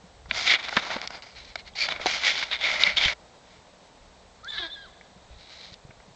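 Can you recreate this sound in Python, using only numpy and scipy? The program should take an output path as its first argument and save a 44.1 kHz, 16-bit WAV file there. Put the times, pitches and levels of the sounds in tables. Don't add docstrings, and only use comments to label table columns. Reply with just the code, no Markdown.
import sys
import numpy as np
from scipy import signal
from scipy.fft import rfft, irfft, next_fast_len
from scipy.io import wavfile

SR = 44100
rng = np.random.default_rng(int(sys.argv[2]) if len(sys.argv) > 2 else 0)


def volts_from_decibels(level):
    exponent = np.asarray(level, float) / 20
    return 10 ** exponent


def dump_mix(stems):
    frames = np.atleast_2d(stems).T
    limited = np.clip(frames, -1, 1)
    pcm = np.round(limited * 32767).astype(np.int16)
    wavfile.write(sys.argv[1], SR, pcm)


N = 271607


def evened(x):
    return x / np.sqrt(np.mean(x ** 2) + 1e-20)


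def read(points, hz):
    f, value = np.transpose(points)
    return np.interp(np.log(hz + 1), np.log(f + 1), value, left=-90, right=-90)


def curves(points, t):
    s, *columns = np.transpose(points)
    return [np.interp(t, s, column) for column in columns]


def phase(hz):
    return 2 * np.pi * np.cumsum(hz) / SR


def add(mix, s, sound):
    part = mix[round(s * SR):][:len(sound)]
    part += sound[:len(part)]


def colour(x, points):
    return irfft(rfft(x) * volts_from_decibels(read(points, np.fft.rfftfreq(len(x), 1 / SR))), len(x))


def slow(hz):
    size = next_fast_len(N)
    smoothing = 1 + (np.fft.rfftfreq(size, 1 / SR) / hz) ** 4
    return evened(irfft(rfft(rng.standard_normal(size)) / smoothing, size)[:N])


def resonate(x, hz, width):
    turn, r = np.exp(1j * phase(hz)), np.exp(-np.pi * width / SR)
    return 2 * (turn * signal.lfilter([1 - r], [1, -r], x / turn)).real


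def reach(t, crest, rise, fall):
    return np.maximum(crest - t, 0) / rise, np.maximum(t - crest, 0) / fall


# [f/Hz, level/dB per Hz]
AIR_SPECTRUM = [(60, -29.5), (100, -11), (182, -5.5), (366, -11.5), (417, -6.5), (619, -4.5), (901, -7.5),
                (1390, -14.5), (1980, -15.5), (2800, -18.5), (4050, -15.5), (4980, -20), (8100, -23.5),
                (8500, -42.5), (9100, -58)]
# [f/Hz, level/dB per Hz]
WIND_SPECTRUM = [(15, -35.5), (25, -5.5), (32, -7), (48, -7), (64, -0.5), (76, -8.5), (91, -10), (130, -12),
                 (170, -45), (290, -120)]
# [crest t/s, rise t/s, fall t/s, level/dB]
GUSTS = [
    (.29, 0.17, .25, -54.5),
    (.95, 0.44, 0.36, -60),
    (1.45, 0.31, 0.26, -60),
    (2.05, 0.25, .07, -53),
    (2.75, 0.76, 0.19, -55.5),
    (3.07, 0.15, 0.045, -48),
    (4.3, 0.63, 0.34, -60),
    (4.85, 0.041, 0.061, -52),
    (5.33, 0.13, 0.072, -55),
    (6.0, 0.15, 0.37, -62),
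]
# [f/Hz, level/dB rms]
WHINES = [(183.0, -66.5), (500.6, -77.5), (3752, -74), (7779, -104.5), (7838, -99), (7897, -97),
          (8102, -97.5), (8161, -95)]


def air():
    t = np.arange(N) / SR
    hiss = volts_from_decibels(-55 + 0.5 * slow(hz=14.0)) * evened(colour(rng.standard_normal(N), AIR_SPECTRUM))
    gusts = sum(volts_from_decibels(db - 5.4 * sum(reach(t, *times)) ** 1.4) ** 2 for *times, db in GUSTS)
    lumps = evened(colour(rng.standard_normal(N), WIND_SPECTRUM) * volts_from_decibels(2.1 * slow(hz=4)))
    breeze_db = -65
    wind = np.sqrt(volts_from_decibels(breeze_db) ** 2 + gusts) * lumps
    whine = sum(volts_from_decibels(db - 1.5 + 4.1 * slow(hz=7.6)) * np.sin(2 * np.pi * (hz * t + rng.random()))
                for hz, db in WHINES)
    return hiss + wind + whine


# [t/s, peak level/dB, f/Hz, t60 t/s]
THUMPS = [(0.039, -52.5, 176, 0.085), (0.261, -53, 64.6, 0.054), (.285, -48, 150, .04),
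          (0.315, -47.5, 230, 0.046), (.338, -50, 90, .05), (.36, -49, 100, .05), (0.7695, -27, 230, 0.03),
          (0.961, -36, 245, 0.028), (2.003, -47, 50.7, 0.028), (2.058, -27.5, 377, 0.016),
          (2.872, -50, 195, 0.14), (3.058, -31, 110, 0.03), (3.06, -41, 64, .12), (5.305, -57, 62, .25),
          (5.161, -54, 184, 0.076), (5.721, -49, 119, 0.032), (5.85, -44.5, 136, 0.038),
          (5.893, -47.5, 123, 0.041), (5.964, -56, 85, 0.041), (6.08, -57, 179, 0.13),
          (6.105, -54, 120, .05)]


def thumps():
    out, t = np.zeros(N), np.arange(9000) / SR
    for s, db, hz, t60 in THUMPS:
        cycles = np.sin(2 * np.pi * hz * t * (1 - 0.5 * t))
        add(out, s, volts_from_decibels(db + 11.0 - 60 * t / t60) * cycles * np.minimum(t / 0.0016, 1))
    return out


# [f/Hz, level/dB per Hz]
CASE_SPECTRUM = [(76, -60.5), (130, -24.5), (481, -19.5), (639, -12), (749, -12), (1230, -15.5),
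                 (1340, -12.5), (1780, -11), (1950, -5), (2240, 1.5), (2580, -10.5), (3550, -7.5),
                 (4880, -9.5), (6960, -21.5), (8910, -50.5), (11600, -81), (19600, -120)]
CASE_EDGES = 120, 1500, 2800, 4200


def case_rings(size=2048):
    hz = abs(np.fft.fftfreq(size, 1 / SR))
    step = [1 / (1 + (f / (hz + 1)) ** 16) for f in CASE_EDGES] + [0]
    rings = []
    for k in range(4):
        gain = volts_from_decibels(read(CASE_SPECTRUM, hz)) * np.sqrt(abs(step[k] - step[k + 1]))
        minimum_phase = np.exp(np.conj(signal.hilbert(np.log(gain + 1e-5))))
        rings.append(np.fft.ifft(minimum_phase).real[:size // 2])
    return np.array(rings) / np.linalg.norm(rings, axis=1)[:, None]


# [t/s, peak level/dB, low modes level/dB, upper mode level/dB, t60 t/s]
PAD_TAPS = [(0.3112, -7, -17.5, -4, 0.022), (0.5896, -24.5, -27, -15, 0.049), (0.7257, -26, 4, -15, 0.031),
            (0.7712, -12, 0, 3, 0.025), (0.9033, -28, 7.5, -26, 0.017), (0.9655, -26, 5, 3, 0.015),
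            (1.9224, -21, 0, 2.5, 0.018), (1.9614, -23.5, -7.5, -3, 0.026), (1.9979, -33, 6.5, -23, 0.016),
            (2.0592, -20, 5, 6, 0.025), (2.07, -17, -1, -8, 0.021), (2.236, -15, -17, -3, 0.038),
            (2.4267, -15.5, -11, -4, 0.055), (2.5142, -25, -1, 11, 0.019), (2.836, -13.5, -5, 15, 0.011),
            (3.0828, -8.5, -27, -11, 0.018), (5.011, -35.5, -6, -30, 0.017), (5.907, -42.5, 4, -25, 0.035),
            (6.0018, -45.5, 5, -12, 0.023)]
# [t/s, peak level/dB, low modes level/dB, upper mode level/dB, t60 t/s]
NAIL_TICKS = [(0.2583, -58, 23.5, -9.5, 0.038), (0.6848, -27, 0, 5, 0.012), (0.6924, -24, 0.5, -10, 0.0095),
              (0.7665, -13, 0, -2, 0.042), (1.1059, -30.5, 2.5, -15, 0.018),
              (1.0161, -21, -31, 2.5, 0.0036), (1.2226, -40.5, -15, 13, 0.016),
              (1.5564, -22.5, -1, 1, 0.023), (1.7579, -42, 0, -1, 0.017), (1.8878, -17, -1.5, 1, 0.023),
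              (2.97, -20, -18, 12, 0.02)]
# [t/s, peak level/dB, low modes level/dB, upper mode level/dB, t60 t/s]
EDGE_FLICKS = [
    (1.075, -25, -18, 7.5, 0.015),
    (2.0654, -20, 4.5, 6, 0.03),
    (4.4464, -50, -19, -3, 0.0076),
    (5.7409, -51.5, -6, 23.5, 0.021),
]


def taps():
    out, t, rings = np.zeros(N), np.arange(3000) / SR, case_rings()
    # table, hiss of a tap near -28 dB, bare click that skips the case
    kinds = (PAD_TAPS, -20, 0), (NAIL_TICKS, 1, volts_from_decibels(-44)), (EDGE_FLICKS, 11, volts_from_decibels(-38))
    for table, tip_db, snap in kinds:
        for s, db, low_db, upper_db, t60 in table:
            decay_s = max(t60, .003)
            tick = rng.standard_normal(3000) * volts_from_decibels(-60 * t / decay_s)
            tick[0] = 5.9
            hiss_db = tip_db - 0.39 * (db + 28) + 2.6 * np.log(0.015 / decay_s)
            for share_db, ring in zip((low_db, 0, upper_db, hiss_db), rings):
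                part = signal.oaconvolve(tick, ring)
                add(out, s - .0005, volts_from_decibels(db + share_db - 3.0) * part / abs(part).max())
            add(out, s - .0005, snap * volts_from_decibels(db + hiss_db) * np.diff(tick))
    return out


# [crest t/s, rise t/s, fall t/s, main mode pressure
# level/dB, speed hiss level/dB]
FINGER_STROKES = [(0.302, 0.019, 0.068, -50.5, 2), (.385, 0.058, 0.14, -33.5, 4),
                  (.478, 0.034, 0.029, -25, -2.5), (0.512, 0.042, 0.05, -19.5, -6.5),
                  (0.544, .03, 0.031, -24, -13), (.598, 0.035, 0.03, -39, -5),
                  (0.646, 0.039, 0.052, -36, -4.5), (0.687, 0.014, 0.017, -34, -18),
                  (.74, 0.059, 0.12, -39.5, 0.5), (0.785, 0.035, 0.033, -33, -6.5),
                  (.835, 0.028, 0.042, -38, -2), (.875, 0.036, 0.05, -40, 0), (0.911, 0.02, 0.1, -35, -3),
                  (1.033, 0.039, 0.055, -43, -3.5), (1.15, 0.056, 0.057, -45, -2),
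                  (1.228, 0.0074, 0.047, -49.5, 1.5), (1.27, 0.02, 0.11, -54.5, 2),
                  (1.382, 0.041, 0.061, -47.5, -1), (1.45, .01, 0.011, -54, 5),
                  (1.501, 0.12, 0.053, -54.5, 0), (1.595, 0.029, 0.022, -45.5, -6),
                  (1.679, 0.033, 0.024, -49, -4),
                  (1.826, 0.073, 0.055, -30.5, 0), (1.862, 0.037, 0.01, -37, -9),
                   (1.882, 0.0087, 0.022, -39.5, -10), (1.921, 0.035, 0.021, -33, -5),
                   (1.955, .03, 0.054, -44, -5), (2.014, 0.018, 0.057, -38.5, -2.5),
                   (2.108, 0.07, 0.15, -30.5, 0.5), (2.272, 0.058, 0.068, -21.5, -3),
                   (2.392, 0.13, 0.079, -32, -2), (2.434, 0.024, 0.008, -33, 0),
                   (2.475, 0.036, 0.088, -45, -2), (2.53, 0.026, 0.044, -27.5, -11),
                   (2.58, 0.013, 0.045, -46, -5), (2.608, .025, .03, -42, -5),
                   (2.646, 0.04, 0.23, -29.5, -7), (2.74, 0.15, 0.077, -34, -0.5),
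                   (2.817, 0.034, 0.073, -28.5, -1.5), (2.864, 0.017, 0.093, -26.5, -8),
                   (2.976, 0.017, 0.035, -26, -4.5), (3.015, 0.025, 0.044, -26.5, -5.5),
                   (3.052, 0.053, 0.041, -23.5, -5.5), (3.088, 0.02, 0.047, -28.5, -4.5),
                   (3.132, 0.042, .005, -37, -3), (3.532, 0.12, 0.083, -62, 2),
                   (5.33, 0.032, 0.083, -61.5, -9), (5.4, 0.04, 0.31, -58.5, 0),
                   (5.515, 0.03, 0.17, -54, 2), (5.64, 0.087, 0.11, -52, 1), (5.735, 0.017, 0.01, -57, 5)]
# [t/s, f/Hz, loosening of the grip level/dB, hollow level/dB]
FINGER_HOLLOW = [(.33, 3550, 2, -4.5), (.66, 3600, -1.5, -4.5), (.95, 3680, 5.5, -8), (1.1, 4850, 2.5, 2),
                 (1.3, 4660, -0.5, -3), (1.4, 3930, -6.5, -0.5), (1.76, 4370, -9, 3.5),
                 (1.86, 4640, -3.5, 4), (1.9, 3750, 2.5, -4), (2.15, 3290, -1, -10), (2.5, 3660, -1.5, -2),
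                 (2.62, 3600, -2.5, 5.5), (2.76, 3600, -1.2, -16), (2.82, 5000, -1.3, -6),
                 (2.95, 4600, -2, -18), (2.98, 3400, 1, 5.5), (3.13, 3370, 0, -9), (5.3, 4000, -7, 5)]
# [t/s, f/Hz, ring share (below 0 damped)]
SQUEEZE = [(.33, 2290, -.2), (.5, 2180, 0.059), (.63, 2190, -0.36), (1.0, 2230, -0.22), (1.68, 2220, -0.17),
           (1.82, 2400, 0.71), (1.97, 2180, 0.11), (2.2, 2250, -0.18), (2.28, 2050, 0.14),
           (2.45, 2260, -0.68), (2.62, 2090, 0.35), (2.9, 2030, 0.83), (3.04, 2280, -0.26),
           (3.13, 2080, 0.35), (5.3, 2200, -0.41)]


def stroke_power():
    t, power = np.arange(N) / SR, np.zeros((4, N))
    _, loose_db, _ = curves(FINGER_HOLLOW, t)
    for crest, rise, fall, db, speed_db in FINGER_STROKES:
        near = slice(round((crest - rise - .03) * SR), round((crest + fall + .03) * SR))
        before, after = reach(t[near], crest, rise, fall)
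        swell_db = -18 * (before ** 1.67 + after ** 1.68)
        lift_db = -4000 * (np.maximum(before - 1, 0) * rise + np.maximum(after - 1, 0) * fall)
        grip_db = min(-0.56 * (db + 44.5), -2) + loose_db[near]
        low_db = grip_db + 0.7 * swell_db
        upper_db = 1.5 + 0.23 * speed_db + 0.93 * swell_db
        hiss_db = speed_db + 0.96 * swell_db
        power[:, near] += volts_from_decibels(db + lift_db + np.array([low_db, swell_db, upper_db, hiss_db])) ** 2
    return power


def strokes():
    t, power = np.arange(N) / SR, stroke_power()
    hollow_hz, _, depth_db = curves(FINGER_HOLLOW, t)
    size = rng.exponential(1, N)
    light = 1 / (1 + power[1] / volts_from_decibels(-51) ** 2)
    slip_db = 1.8 * np.minimum(size, 5) + 7 * light * (size > 5.34)
    slips = volts_from_decibels(slip_db) * rng.standard_normal(N) * (rng.random(N) < 14000 / SR)
    slips = evened(slips * volts_from_decibels(1.0 * slow(hz=120)))
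    bands = []
    for level, ring in zip(power, case_rings()):
        patch = evened(volts_from_decibels(0.33 * slow(hz=49)))
        bands.append(signal.oaconvolve(slips * patch * np.sqrt(level), ring)[:N])
    low, main, upper, hiss = bands
    hollow = resonate(upper + hiss, hollow_hz, width=400)
    mode_hz, ring = curves(SQUEEZE, t)
    main = main + np.clip(ring, -1, 2) * resonate(main, mode_hz, width=140)
    free = sum(resonate(low, hz + 0 * t, width=44) for hz in (613, 1370))
    low = low + 2.54 * np.maximum(ring, 0) * free
    return low + main + volts_from_decibels(-3.0) * (upper + hiss) + volts_from_decibels(depth_db) * hollow


# [t/s, peak level/dB, f/Hz, t60
# t/s]
SKIN_CATCHES = [(.348, -28, 2500, .02), (.361, -32, 4150, .015), (.379, -25, 3640, .015),
                (.3115, -28, 1000, .02), (.3115, -30, 630, .04), (.5893, -26, 2220, .02),
                (.470, -22, 2340, .02), (.479, -14, 3700, .02), (.484, -12.5, 3600, .015),
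                (.498, -9, 2140, .02), (.503, -10, 2100, 0.018), (.514, -11, 3360, .012),
                (.521, -11, 2190, .03), (0.546, -10, 2870, 0.012), (0.681, -26, 1600, .02),
                (.7255, -26, 1430, 0.027), (.7255, -26, 855, 0.024), (.7672, -12, 3600, .015),
                (.7672, -20, 5160, 0.014), (0.77, -14, 1440, .04), (0.7714, -14.5, 998, 0.031),
                (0.7708, -14.5, 1760, 0.03), (0.774, -16, 1610, 0.026), (.782, -27, 1306, .03),
                (0.791, -24, 3650, .015), (.834, -26, 1400, .015), (0.868, -30.5, 982, .02),
                (.9655, -20, 553, 0.019), (.9655, -22, 870, 0.024), (1.104, -29, 710, 0.021),
                (1.151, -33, 746, 0.024), (1.266, -37, 700, .02), (1.5566, -27, 680, 0.024),
                (1.5566, -20, 3950, .01), (.6855, -27, 3900, .012), (.909, -25, 1900, .03),
                (.927, -26, 3900, .015), (.915, -27, 900, .04),
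                (1.736, -41, 3320, .015), (1.757, -34, 800, .03), (1.763, -30, 4650, 0.014),
                  (1.785, -31, 2340, .02), (1.806, -21, 4530, .02), (1.814, -16.5, 2360, 0.044),
                  (1.835, -17, 2380, 0.028), (1.867, -21, 3470, .015), (1.905, -21, 3860, .02),
                  (1.912, -21, 3600, .012), (1.942, -27, 3860, .01), (1.998, -26.5, 560, 0.018),
                  (2.014, -25, 2390, .015), (2.059, -24, 6400, .01), (2.0595, -14, 740, 0.028),
                  (2.069, -18.5, 734, 0.032), (2.066, -18, 4000, 0.031), (2.257, -20, 2190, 0.017),
                  (2.279, -13.5, 1920, .025), (2.305, -18, 2280, 0.013), (2.4275, -17, 2240, .015),
                  (2.4275, -22, 1000, .015), (2.8358, -14, 4900, .007), (2.532, -13, 3800, .015),
                  (2.617, -24, 3400, 0.018), (2.641, -15, 2200, 0.022), (2.648, -14.5, 2310, 0.036),
                  (2.668, -20, 2145, .03), (2.687, -17, 2070, .025), (2.704, -20, 2280, .03),
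                  (2.760, -20, 2080, .025), (2.796, -16, 2030, .02), (2.853, -26, 5030, .01),
                  (2.8655, -14, 2150, 0.027), (2.885, -19, 2100, 0.032), (2.9695, -10, 3210, 0.017),
                  (2.9745, -10.5, 3540, 0.016), (2.981, -16, 3520, .015), (2.986, -15, 2260, 0.01),
                  (3.013, -18.5, 2320, .04), (3.015, -16, 3300, .03), (3.038, -15, 3140, 0.034),
                  (3.050, -16.5, 3670, .03), (3.059, -15.5, 3120, 0.029), (3.062, -20, 2330, 0.032),
                  (3.096, -16, 2190, 0.031), (3.104, -24, 3720, 0.018)]


def catches():
    out, t = np.zeros(N), np.arange(3000) / SR
    rise = 1 - np.exp(-t / 0.00055)
    for s, db, hz, t60 in SKIN_CATCHES:
        add(out, s, volts_from_decibels(db - 60 * t / max(t60, .004)) * np.sin(2 * np.pi * hz * t) * rise)
    return out


# [t/s, f/Hz, effort level/dB, 2nd partial over 1st level/dB]
SQUEAL = [
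    [(4.43, 1192, -47, -23), (4.46, 1464, -42, -57), (4.49, 1768, -33, 19.5), (4.55, 1717, -44, -6),
     (4.57, 1575, -40.5, -10), (4.588, 1767, -33, 5), (4.608, 1707, -32, 8), (4.638, 1640, -34.5, -1),
     (4.69, 1653, -49.5, -15)],
    [(4.706, 1710, -40.5, 17), (4.734, 1822, -35, 52), (4.765, 1651, -46, -12), (4.84, 1598, -46.5, -2),
     (4.855, 1437, -51, -23), (4.88, 1046, -58, -12), (4.9, 1000, -57, -5)],
]


def whistle(t, low, flutter):
    hz, effort_db, lean_db = curves(np.concatenate(SQUEAL), t)
    first_db = effort_db - 10 * np.log10(1 + volts_from_decibels(lean_db) ** 2)
    third_db = -56 - 13 * abs(3 * hz - 4200) / 1000
    fourth_db = -58.5 - 400 * abs(t - 4.5)
    turn = phase(hz * (1 + 0.025 * flutter * slow(hz=119)[:len(t)]))
    turn = turn + .9 * np.maximum(flutter - .15, 0) * np.sin(low)
    beat = evened(1 + flutter * (0.39 * np.cos(low) + 0.85 * slow(hz=110)[:len(t)]))
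    partials_db = first_db, first_db + lean_db, third_db, fourth_db
    return np.sqrt(2) * beat * sum(volts_from_decibels(db) * np.cos(k * turn) for k, db in enumerate(partials_db, 1))


# [f/Hz, level/dB]
RASP_SPECTRUM = [(600, -11), (1200, -6), (2200, -6.5), (2900, -20), (3600, 10), (5000, -10), (7000, -24.5)]


def rasp(t, low):
    rush_db = np.interp(t, [4.45, 4.542, 4.672, 4.697], [-64, -38.5, -41.5, -56])
    rush_db = rush_db - 55 * np.maximum(t - 4.672, 0)
    breath = rng.standard_normal(len(t)) * (1 + 0.31 * np.cos(low))
    rough = colour(breath, RASP_SPECTRUM) * volts_from_decibels(1.1 * slow(hz=200)[:len(t)])
    return volts_from_decibels(rush_db + 1.5) * evened(rough)


# [t/s, f/Hz, level/dB, flutter 0-1]
SLOW_FOLDS = [
    (4.5, 470, -70, .3),
    (4.56, 440, -58, .6),
    (4.585, 395, -53, .9),
    (4.605, 362, -44, .6),
    (4.63, 342, -42, .3),
    (4.655, 328, -44, .3),
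    (4.68, 320, -62, .25),
    (4.9, 320, -90, .2),
]
# [f/Hz, level/dB]
THROAT = [(250, -6), (400, 0), (1000, 0), (1400, -4), (2300, 0), (2900, -12), (3600, 4), (5000, -7),
          (7000, -20)]


def slow_folds(t):
    hz, db, flutter = curves(SLOW_FOLDS, t)
    low = phase(hz * (1 + 0.0067 * slow(hz=58.8)[:len(t)]))
    pulses = sum(np.cos(k * low + .7 * k * k) / k ** .3 for k in range(1, 14))
    buzz = volts_from_decibels(db + 2.6 + 2.5 * slow(hz=50)[:len(t)]) * evened(colour(pulses, THROAT))
    return low, flutter, buzz


# [t/s, f/Hz, level/dB]
SIDE_WHISTLE = [
    (4.68, 3800, -79),
    (4.698, 3980, -60),
    (4.746, 4100, -53),
    (4.77, 4000, -68),
    (4.797, 4100, -57),
    (4.81, 4050, -70),
    (4.827, 4000, -49),
    (4.845, 3950, -77),
]


def side_whistle(t):
    s, hz, db = np.transpose(SIDE_WHISTLE)
    level_db = np.interp(t, s, db, -90, -90) + 5.0 + 4.3 * slow(hz=40)[:len(t)]
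    return volts_from_decibels(level_db) * np.cos(phase(np.interp(t, s, hz)))


def horse():
    out, t = np.zeros(N), np.arange(4.43, 4.9, 1 / SR)
    low, flutter, buzz = slow_folds(t)
    call = whistle(t, low, flutter) + side_whistle(t) + buzz + rasp(t, low)
    add(out, t[0], call * signal.windows.tukey(len(t), .04))
    return out


def field(x):
    t = np.arange(SR) / SR
    tail = rng.standard_normal(SR) * volts_from_decibels(-60 * t / 1.55) * np.minimum(t / 0.019, 1)
    return volts_from_decibels(-17.5) * signal.fftconvolve(x, tail / np.linalg.norm(tail))[:N]


def scene():
    call = horse()
    return (air() + thumps() + taps() + strokes() + catches() + call + field(call))[None]


def band_limit(x):
    return signal.sosfilt(signal.butter(12, 9060, fs=SR, output="sos"), x)


def record(dry):
    rounded = dry / (1 + (dry / 1.1) ** 4) ** .25
    lowpass = signal.firwin(1023, 8960, window=("kaiser", 10), fs=SR)
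    band = signal.oaconvolve(rounded, lowpass[None], "same")
    return band_limit(band)


dry = scene()
out = record(dry)
dump_mix(out)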